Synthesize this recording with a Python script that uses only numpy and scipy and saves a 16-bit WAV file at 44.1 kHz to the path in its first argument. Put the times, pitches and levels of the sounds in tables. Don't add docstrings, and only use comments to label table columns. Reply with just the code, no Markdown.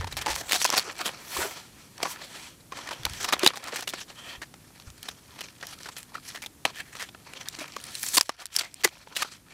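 import sys
import numpy as np
from scipy import signal
from scipy.fft import rfft, irfft
from scipy.io import wavfile
from scipy.ndimage import uniform_filter1d

SR = 44100
rng = np.random.default_rng(int(sys.argv[2]) if len(sys.argv) > 2 else 0)


def generate_wav(sig):
    pcm = np.round(np.clip(np.atleast_2d(sig).T, -1, 1) * 32767).astype(np.int16)
    wavfile.write(sys.argv[1], SR, pcm)


N = 420273

# start in seconds, level in dB before the common SNAP_TRIM_DB,
# brightness in dB, 60 dB fade time in ms (200 at most), time to the fade in ms, facet pitch in Hz.
CREASE_SNAPS = [(.01, -33.5, -12.5, 39, 2.4, 1290), (.0429, -31.5, -10, 19, 1.25, 930),
                (0.0694, -34.5, -10, 56, 5.2, 1000), (0.1227, -31, -3.5, 9.9, 6.5, 3880),
                (0.1685, -20.5, -3, 82, 0.52, 840), (0.189, -30, -5, 16, 1.9, 3040),
                (.212, -29, -3, 25, 9.3, 3070), (0.2608, -23, -8, 40, 1, 870),
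                (0.2794, -27.5, -14.5, 95, 2.7, 805), (0.2968, -26.5, -6.5, 170, 14, 840),
                (.361, -21, -3, 4.6, 1.36, 990), (0.491, -28, -3, 130, 5.7, 3870),
                (0.5102, -21.5, -6, 26, 3.7, 3550), (0.5209, -10.5, 0.5, 23, 0.74, 2010),
                (0.5265, -19, -6, 37, 6.8, 3650), (0.5304, -24, 7, 7.3, 0.92, 3630),
                (0.5404, -22.5, -5, 114, 12.5, 730), (0.5601, -24, 2, 32, 4.2, 3820),
                (0.6164, -15, -5, 7.2, 1.1, 2450), (0.6447, -12, 3, 6.6, .8, 6300),
                (0.649, -15, -4, 32, 2.9, 980), (.66, -21, 2, 11, 1.3, 5000),
                (0.692, -29, -5.5, 34, .6, 830), (0.702, -13.5, -0.5, 5.4, 1.1, 4670),
                (0.724, -25, -7, 71, 1.18, 960), (0.7326, -24, -13, 24, 8, 970),
                (0.7685, -17.5, -8, 25, 1.35, 800), (0.7736, -16, -1.5, 76, 5.6, 4420),
                (1.055, -24, -4, 110, 3.4, 3170), (1.09, -34, -17, 18, 1.5, 2600),
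                (1.3683, -27, -4, 50, 2.4, 1030), (1.404, -29, -11, 18, 1, 1310),
                (1.4096, -28.5, -8.5, 160, 19, 1450), (1.51, -31.5, -9, 11, 0.96, 2040),
                (2.0025, -39, -18, 18, 0.42, 460), (2.0291, -16, -1.5, 21, 1.1, 690),
                (2.048, -39.5, -15, 110, 1.9, 1090), (2.7214, -31.5, -10, 23, 1.45, 1040),
                (2.7719, -32, -5, 31, 1.1, 630), (2.788, -32, -10, 20, 1.2, 1000),
                (2.873, -31.5, -3.5, 18, 1.3, 1840), (2.888, -32, -8, 29, 1.8, 1050),
                (2.909, -29, -10, 69, 1.5, 970), (2.926, -32, -6, 90, 6.9, 3060),
                (3.033, -34, 0, 8, .6, 3200), (3.0518, -13.5, 1.5, 12, 1.87, 4060),
                (3.0597, -29.5, -11, 7.3, 7.5, 910), (3.097, -29, 3.5, 13, 0.77, 900),
                (3.134, -32, 5, 15, 1, 3200), (3.229, -38, 17, 13, 1.5, 7500),
                (3.2409, -21, -1, 34, 6.6, 1090), (3.288, -19.5, -5, 33, 3.6, 1220),
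                (3.324, -18.5, -3, 60, 1.47, 1090), (3.331, -15, -7.5, 40, 5.4, 3750),
                (3.393, -26, 5, 14, 1.5, 2800), (3.4317, -16.5, -6, 23, 2.3, 370),
                (3.444, -23, 8, 60, 2, 3600), (3.463, -1, -3.5, 15, 1.0, 3620),
                (3.473, -8.5, 2.5, 24, 1.18, 3970), (3.535, -35.5, -12, 56, 2.3, 1070),
                (3.557, -33, 1, 77, 1.5, 3740), (3.566, -31.5, -5.5, 43, 12.6, 800),
                (3.6396, -34.5, 8, 13, 1.2, 1940), (3.672, -32, -5, 96, 4.1, 1060),
                (3.7245, -39, -17.5, 56, 1.5, 500), (3.7586, -23.5, 0.5, 30, 4.1, 1710),
                (3.8077, -35, 13, 15, 1, 3000), (3.823, -30, -5, 31, 7.9, 786),
                (3.8736, -23.5, -1.5, 24, 6.1, 2630), (3.887, -32.5, 5.5, 27, 17, 3580),
                (3.9351, -26.5, -8.5, 31, 4.1, 378), (4.1018, -36.5, -9, 34, 1.8, 2900),
                (4.416, -34, -8.5, 62, 11.6, 1790), (4.5398, -40, -12, 34, 0.87, 450),
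                (4.799, -37, -3, 7.1, 1.1, 2830), (4.902, -37.5, 1, 5.4, .7, 5770),
                (4.98, -44, 3, 6, .7, 5000), (5.0294, -31, 4, 13, 0.45, 3000),
                (5.085, -26, -6, 24, 4.5, 3650), (5.388, -37, -8, 81, 3.7, 4100),
                (5.4078, -29.5, -4, 13, 7.8, 2840), (5.6265, -32.5, -11.5, 61, 2.3, 1870),
                (5.668, -36.5, 9, 6.8, 2, 3780), (5.8582, -34.5, -9.5, 33, 4.6, 1450),
                (5.8872, -31.5, -9, 25, 2.55, 990), (5.965, -34.5, -3, 26, 2.3, 1740),
                (6.0295, -35.5, 5, 5, 1.2, 8200), (6.141, -39.5, -8.5, 20, 16, 1910),
                (6.346, -34, -6, 120, 8.4, 1790), (6.4199, -34, 0, 85, 4.9, 2280),
                (6.461, -26.5, -0.5, 24, 1.1, 3480), (6.651, -12, -8, 36, 3.5, 2550),
                (6.759, -40, -1, 210, 8.1, 1780), (6.9521, -30, -4, 26, 0.47, 1310),
                (6.9931, -33, -2, 150, 11, 2000), (7.0097, -30.5, -3, 58, 26, 1810),
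                (6.969, -34, -7, 27, 0.76, 1400), (7.088, -37.5, -5, 32, 2.1, 3630),
                (7.147, -42.5, -18, 19, 1.7, 1750), (7.3347, -33.5, 1.5, 31, 0.85, 2370),
                (7.4854, -28, 17.5, 15, 0.27, 3700), (7.5872, -32, -0.5, 130, 1.8, 320),
                (7.603, -36, -1, 62, 7.9, 2290), (7.679, -37, 2, 22, 1.2, 2280),
                (7.7639, -27.5, 0, 17, 1.03, 1130), (7.8, -40, 8, 20, 2.6, 3000),
                (7.839, -34, 7, 7.1, 1.6, 8550), (7.9519, -24, 6.5, 8.4, 2.1, 4040),
                (8.0306, -21.5, 9, 7.2, 1, 11000), (8.036, -29.5, -8, 19, 1.8, 1960),
                (8.0628, -25, 3, 36, 1.6, 7710), (8.084, -30.5, 11, 13, 4.7, 7580),
                (8.1364, -37, 6, 60, 1.2, 6900), (8.147, -29, 16, 57, 1.2, 9000),
                (8.168, -25, 16, 33, 1.2, 9600), (8.156, -26, 12, 6.3, 2.2, 2980),
                (8.172, -9, -0.5, 6, 0.79, 4600), (8.1757, -9, 0.5, 12, 6.5, 4600),
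                (8.2102, -5.5, 3.5, 11.4, .6, 4890), (8.2928, -20, -5.5, 22, 0.6, 1140),
                (8.404, -40, -2, 40, 25, 1150), (8.456, -27, 10, 9.3, 1, 9550), (8.466, -37, 9, 4, 1, 4560),
                (8.551, -37, 11, 220, 1.6, 5400), (8.5637, -13, 11, 3.2, 1.52, 5150),
                (8.587, -19.5, 4, 11, 9.8, 4460), (8.6327, -37.5, -8, 143, 2.4, 2010),
                (8.742, -37, 16.5, 6.6, 0.89, 8800), (8.836, -17, 0.5, 59, 10, 1920),
                (8.845, -13.5, 8.5, 26, 5.1, 2060), (8.849, -18.5, -15, 25, 3.54, 351),
                (8.8727, -28.5, -3, 26, 2.9, 920), (9.0707, -50, -20.5, 16, 2.6, 880),
                (9.151, -33, 2, 110, 9.2, 3750), (9.164, -19.5, 2, 39, 5.2, 2800),
                (9.219, -18, -1.5, 32, 8.9, 1200), (9.245, -42, -15.5, 35, 2.4, 1280)]
# start in seconds, peak of the pure tone in dB, pitch in Hz, swell in ms.
FACET_POPS = [(.275, -37, 343, 8.8), (1.366, -23.5, 1040, 1.5), (1.387, -31, 372, 4.9),
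              (1.425, -35, 648, 11), (1.445, -35, 406, 7.6), (3.433, -25.5, 373, 7),
              (3.877, -20, 2890, 0.91), (6.12, -45, 915, 1.1), (6.152, -26.5, 1310, 1.8),
              (6.181, -35, 1310, 1.2), (7.586, -38, 323, 3.4), (7.608, -40.5, 287, 6),
              (7.612, -36.5, 620, 5.1), (8.182, -16, 1020, 1.25)]
# loudest moment in seconds, level in dB, build-up in ms,
# fade in ms (20 dB gained or lost in each of these times), brightness in dB.
SHEET_MOVES = [(0, -44.5, 50, 64, -16.5), (.115, -44, 23, 52, -9), (.205, -43, 59, 24, -12),
               (0.309, -44.5, 170, 480, -12.5), (.374, -45.5, 99, 68, 12), (.55, -39.5, 98, 68, 7),
               (.625, -34.5, 55, 62, 3), (.72, -42, 81, 55, -6), (.783, -32.5, 140, 60, -4),
               (.9, -47, 310, 110, -15.5), (1.0, -43.5, 57, 530, -13), (1.068, -40.5, 160, 55, 2.5),
               (1.35, -37, 103, 210, 0), (1.407, -38.5, 150, 150, 13.5), (1.43, -38, 130, 92, -19),
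               (1.57, -40.5, 180, 125, -5.5), (1.808, -50.5, 220, 170, -3), (1.99, -44.5, 16, 380, -14.5),
               (2.12, -39, 150, 56, 9), (2.23, -55, 370, 10, -16), (2.35, -40, 70, 174, -5),
               (2.469, -43.5, 580, 89, -0.5), (2.763, -41.5, 49, 710, -10), (3.15, -41, 160, 300, 1),
               (3.273, -37.5, 120, 200, -7.5), (3.478, -29, 118, 43, -8.5), (3.667, -46.5, 180, 120, -11),
               (3.785, -34.5, 100, 50, -5.5), (3.906, -45, 31, 130, -7.5), (3.97, -53, 60, 180, -8),
               (4.02, -39, 95, 26, -6), (4.1, -53.5, 60, 55, -12), (4.19, -41, 25, 62, -5.5),
               (4.3, -40, 105, 99, -6), (4.36, -43, 330, 15, -8), (4.79, -58, 350, 320, -6),
               (5.068, -50.5, 86, 170, -6), (5.483, -49.5, 370, 93, -6), (5.637, -45.5, 52, 79, -9.5),
               (5.827, -45.5, 250, 130, -4.5), (5.986, -44, 36, 56, 4), (6.146, -51.5, 82, 100, -12),
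               (6.297, -44, 123, 110, 0), (6.665, -46, 21, 110, -7), (6.805, -42, 120, 33, -1.5),
               (6.93, -58, 220, 180, 3), (7.02, -41.5, 120, 58, 1), (7.32, -50.5, 140, 270, -8),
               (7.413, -44.5, 31, 39, -3.5), (7.53, -47.5, 390, 550, -5.5), (7.623, -47.5, 140, 30, 3),
               (7.72, -51, 340, 150, -4), (7.89, -43, 170, 130, -4.5), (7.97, -43, 180, 190, 10),
               (8.031, -43, 13, 140, 18.5), (8.085, -42, 140, 100, 19.5), (8.14, -39, 40, 82, 18.5),
               (8.174, -37.5, 150, 90, -5), (8.311, -57, 20, 150, -9), (8.397, -47.5, 31, 87, -4.5),
               (8.607, -34, 85, 60, 1.5), (8.845, -50.5, 150, 450, -3.5), (9.015, -48, 84, 35, -4),
               (9.118, -54.5, 22, 44, -18), (9.169, -31.5, 13, 86, 3), (9.215, -28.5, 46, 23, 0.5),
               (9.345, -49.5, 470, 56, 2.5), (9.528, -53.5, 70, 100, -9)]
# start in seconds, end in seconds.
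EVEN_SLIDES = [(1.15, 1.95), (2.08, 2.16), (2.26, 2.6), (2.74, 3.2), (4.16, 4.39), (6.99, 7.05),
               (7.81, 8.13), (9.15, 9.24)]
# start in seconds, end in seconds.
PACK_SCRAPES = [(4.16, 4.39), (6.755, 6.82), (6.99, 7.05)]
# pitch in Hz, width in Hz, relative level in dB.
PACK_RINGS = [(1830, 160, 6), (2600, 220, 0), (3160, 270, 6)]
# start in seconds, end in seconds.
CREAK_SPANS = [(7.81, 8.01)]
# pitch in Hz, width in Hz, relative level in dB.
EDGE_RINGS = [(4460, 830, 0), (9100, 1300, 0.5)]
# time in seconds, gain in dB.
TREBLE_GAIN = [(0, 6.5), (1.4, 6), (2.0, 1.5), (3.5, 1.5), (4.5, 6), (6.0, 5.5), (7.97, -4.5), (8.03, 3.5),
               (9.53, -4.5)]
# start in seconds, rumble in dB, rumble's 60 dB fade
# in seconds, thump in dB, thump pitch in Hz.
GRIP_SHIFTS = [(0, -28, 0.25, -25, 88), (0.056, -42, .2, -38, 86), (0.119, -42, 0.8, -39, 65),
               (.3, -42, 0.47, -36, 62), (1.381, -33, 0.14, -44, 80), (2.997, -45.5, .3, -40, 130),
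               (3.029, -42.5, 0.65, -41, 78), (3.069, -53, .3, -37, 70), (3.11, -48, .3, -41, 84),
               (4.38, -53, .2, -45, 62), (4.873, -39, 0.21, -36.5, 66)]
# frequency in Hz, relative density in dB.
HUSH_SPECTRUM = [(15, -44), (25, 1), (134, 13.5), (270, 10), (545, -0.5), (2690, -7.5), (10400, -6.5),
                 (14800, -12), (16000, -32)]
# time in seconds, gain in dB.
HUSH_GAIN = [(0, -1.5), (8.2, -2), (8.23, -30), (8.6, -7.5), (9.53, -5)]

SNAP_BODY_DB, SNAP_CRISP_DB, SHEET_BODY_DB, SHEET_CRISP_DB = -8.5, -5.5, -11.5, -9
BODY_THINS = 2.26
SNAP_TRIM_DB, SNAP_LEN = -8.5, 4096
POP_ROUGHNESS, POP_LEN = 0.4, 4096
MEDIAN_BUCKLES_PER_S, BUCKLE_SPREAD_DB, BUCKLE_DECAY_MS = 700, 7, 1.7
BUCKLE_RMS_DB = -0.5
CREAK_SLIPS_PER_S, CREAK_UNEVENNESS, CREAK_RMS_DB = 84, 0.13, -46.5
TREBLE_HZ = 9000
THUMP_T60_S, STEADY_RUMBLE_DB = 0.15, -67.5
HUSH_RMS_DB = -53
STOPBAND_HZ = 16700


def snaps():
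    out, t = np.zeros(N + SNAP_LEN), np.arange(SNAP_LEN) / SR
    noise = rng.standard_normal((len(CREASE_SNAPS), 2, SNAP_LEN))
    for row, (white, grit) in zip(CREASE_SNAPS, noise):
        start_s, level_db, bright_db, t60_ms, swell_ms, facet_hz = row
        swell_s = np.clip(swell_ms, .05, 30) / 1000
        t60_s = np.clip(t60_ms / 1000, .002, .2)
        rise = np.minimum(0.76 + 0.44 * t / swell_s, 1) ** 2.2
        fade = from_db(-60 * np.maximum(t - swell_s, 0) / t60_s)
        fine_db = 20.7 * uniform_filter1d(grit, size=16)
        clump_db = 22.8 * uniform_filter1d(grit[::-1], size=90)
        burst = white * rise * fade * from_db(fine_db + clump_db)
        burst[int(swell_s * SR)] += 4.5
        burst = burst + 2.66 * resonance(burst, facet_hz, 0.13 * facet_hz)

        bands = three_bands(burst)
        head = int((swell_s + 0.00039) * SR)
        body, middle, crisp = [b / (np.sqrt(np.mean(b[:head] ** 2)) + 1e-9) for b in bands]
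        body_db = SNAP_BODY_DB - max(bright_db, BODY_THINS * bright_db)
        mix = body * from_db(body_db) + middle + crisp * from_db(SNAP_CRISP_DB + bright_db)
        at = int(start_s * SR)
        out[at:at + SNAP_LEN] += from_db(level_db + SNAP_TRIM_DB) * mix
    return out[:N]


def pops():
    out, t = np.zeros(N + POP_LEN), np.arange(POP_LEN) / SR
    noise = rng.standard_normal((len(FACET_POPS), POP_LEN))
    for (start_s, peak_db, hz, swell_ms), white in zip(FACET_POPS, noise):
        age = t / swell_ms * 1000
        unsteady = rms_one(resonance(white, hz, 0.12 * hz))
        swing = np.sin(2 * np.pi * hz * t) + POP_ROUGHNESS * unsteady
        at = int(start_s * SR)
        out[at:at + POP_LEN] += from_db(peak_db) * age * np.exp(1 - age) * swing
    return out[:N]


def tiny_buckles(catching):
    size_db = BUCKLE_SPREAD_DB * np.minimum(rng.exponential(1, N), 3.0)
    sizes = from_db(size_db) * rng.choice([-1, 1], N)
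    born = rng.random(N) < MEDIAN_BUCKLES_PER_S * from_db(4.0 * drift(25)) / SR
    clicks = sizes * born
    puffs = decay(np.abs(clicks), BUCKLE_DECAY_MS / 1000) * rng.standard_normal(N)
    return from_db(BUCKLE_RMS_DB) * catching * rms_one(0.28 * puffs + clicks)


def rustle():
    catching = 1 - .75 * during(EVEN_SLIDES)
    buckles = tiny_buckles(catching)
    stick_slip = from_db(catching * (4.38 * drift(23.5) + 1.22 * drift(154)))
    white = rng.standard_normal((2, N))
    active_patch = 7 + 4.5 * drift(60)
    sheet = 0
    for k, hz in enumerate(np.geomspace(300, 14000, 14)):
        patch_gain = from_db(3.6 * np.sqrt(catching) * drift(8.0))
        hiss = 0.27 * white[k % 2] * stick_slip * patch_gain
        dealt = 0.5 * buckles * np.exp(-((active_patch - k) / 2.48) ** 2)
        sheet = sheet + resonance(hiss + dealt, hz, .2 * hz)
    body, middle, crisp = [rms_one(b) for b in three_bands(sheet)]
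    ringing = rms_one(ring_bank(middle, PACK_RINGS))
    pack_share = .68 * during(PACK_SCRAPES)
    middle = np.sqrt(1 - pack_share) * middle + np.sqrt(pack_share) * ringing
    return sum(gain * part for gain, part in zip(movement(), (body, middle, crisp)))


def movement():
    t = np.arange(0, N + 40, 40) / SR
    peak_s, peak_db, build_ms, fade_ms, bright_db = np.transpose(SHEET_MOVES)[:, :, None]
    away = np.maximum((peak_s - t) / build_ms, (t - peak_s) / fade_ms) * 1000
    level_db = peak_db - 20 * away
    gains = []
    for part_db in (SHEET_BODY_DB - bright_db, 0, SHEET_CRISP_DB + bright_db):
        total = np.sqrt(np.sum(from_db(level_db + part_db) ** 2, axis=0))
        gains.append(np.interp(np.arange(N) / SR, t, total))
    return gains


def creak():
    turns = np.cumsum(CREAK_SLIPS_PER_S * (1 + CREAK_UNEVENNESS * drift(40))) / SR
    slips = np.diff(np.floor(turns), prepend=0) * from_db(3.2 * drift(60))
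    puffs = decay(slips, 0.002) * rng.standard_normal(N)
    return from_db(CREAK_RMS_DB) * rms_one(ring_bank(puffs, EDGE_RINGS)) * during(CREAK_SPANS)


def treble_shift(paper):
    duller = signal.lfilter(*signal.butter(1, TREBLE_HZ, fs=SR), paper)
    return duller + from_db(in_time(TREBLE_GAIN)) * (paper - duller)


def handling():
    t, level, thumps = np.arange(N) / SR, from_db(STEADY_RUMBLE_DB), 0
    for start_s, rumble_db, t60_s, thump_db, hz in GRIP_SHIFTS:
        age_s = np.maximum(t - start_s, 0)
        level = level + np.minimum(age_s / 0.045, 1) * from_db(rumble_db - 60 * age_s / t60_s)
        thump_gain = from_db(thump_db - 60 * age_s / THUMP_T60_S)
        thumps = thumps + thump_gain * np.sin(2 * np.pi * hz * age_s)
    case = signal.butter(2, [45, 115], "band", fs=SR, output="sos")
    return thumps + level * rms_one(signal.sosfilt(case, rng.standard_normal(N)))


def room_hush():
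    noise = rms_one(coloured(rng.standard_normal(N), HUSH_SPECTRUM))
    return from_db(HUSH_RMS_DB + in_time(HUSH_GAIN)) * noise


def from_db(db):
    return 10 ** (np.asarray(db) / 20)


def rms_one(x):
    return x / np.sqrt(np.mean(x ** 2) + 1e-20)


def in_time(rows):
    s, values = np.transpose(rows)
    return np.interp(np.arange(N) / SR, s, values)


def during(spans):
    t = np.arange(N) / SR
    return sum((t > start) & (t < end) for start, end in spans)


def coloured(x, spectrum):
    hz = np.maximum(np.arange(len(x) // 2 + 1) * SR / len(x), 1)
    point_hz, point_db = np.transpose(spectrum)
    gain_db = np.interp(np.log(hz), np.log(point_hz), point_db)
    return irfft(rfft(x) * from_db(gain_db), len(x))


def drift(rate_hz):
    r = np.exp(-40 * np.pi * rate_hz / SR)
    white = rng.standard_normal(N // 20 + 2002)
    slow = signal.lfilter([1], [1, -2 * r, r * r], white)[2000:]
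    return np.interp(np.arange(N) / 20, np.arange(len(slow)), rms_one(slow))


def decay(x, time_constant_s):
    return signal.lfilter([1], [1, -np.exp(-1 / (time_constant_s * SR))], x)


def resonance(x, hz, width_hz):
    r = np.exp(-np.pi * width_hz / SR)
    feedback = [1, -2 * r * np.cos(2 * np.pi * hz / SR), r * r]
    return signal.lfilter([(1 - r * r) / 2, 0, (r * r - 1) / 2], feedback, x)


def ring_bank(x, rings):
    return sum(from_db(db) * resonance(x, hz, width_hz) for hz, width_hz, db in rings)


def three_bands(x):
    x = signal.sosfilt(signal.butter(1, [330, 7000], "band", fs=SR, output="sos"), x)
    edges_hz = [160, 1250], [1500, 6000], [6000, 16000]
    filters = [signal.butter(2, edges, "band", fs=SR, output="sos") for edges in edges_hz]
    body, middle, crisp = [signal.sosfilt(f, x) for f in filters]
    return body, -middle, crisp


def scene():
    paper = treble_shift(snaps() + pops() + rustle() + creak())
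    return (paper + handling() + room_hush())[None]


def record(dry):
    rounded = 1.2 * np.tanh(dry / 1.2)
    return signal.sosfilt(signal.cheby2(16, 80, STOPBAND_HZ, fs=SR, output="sos"), rounded)


dry = scene()
out = record(dry)
generate_wav(out)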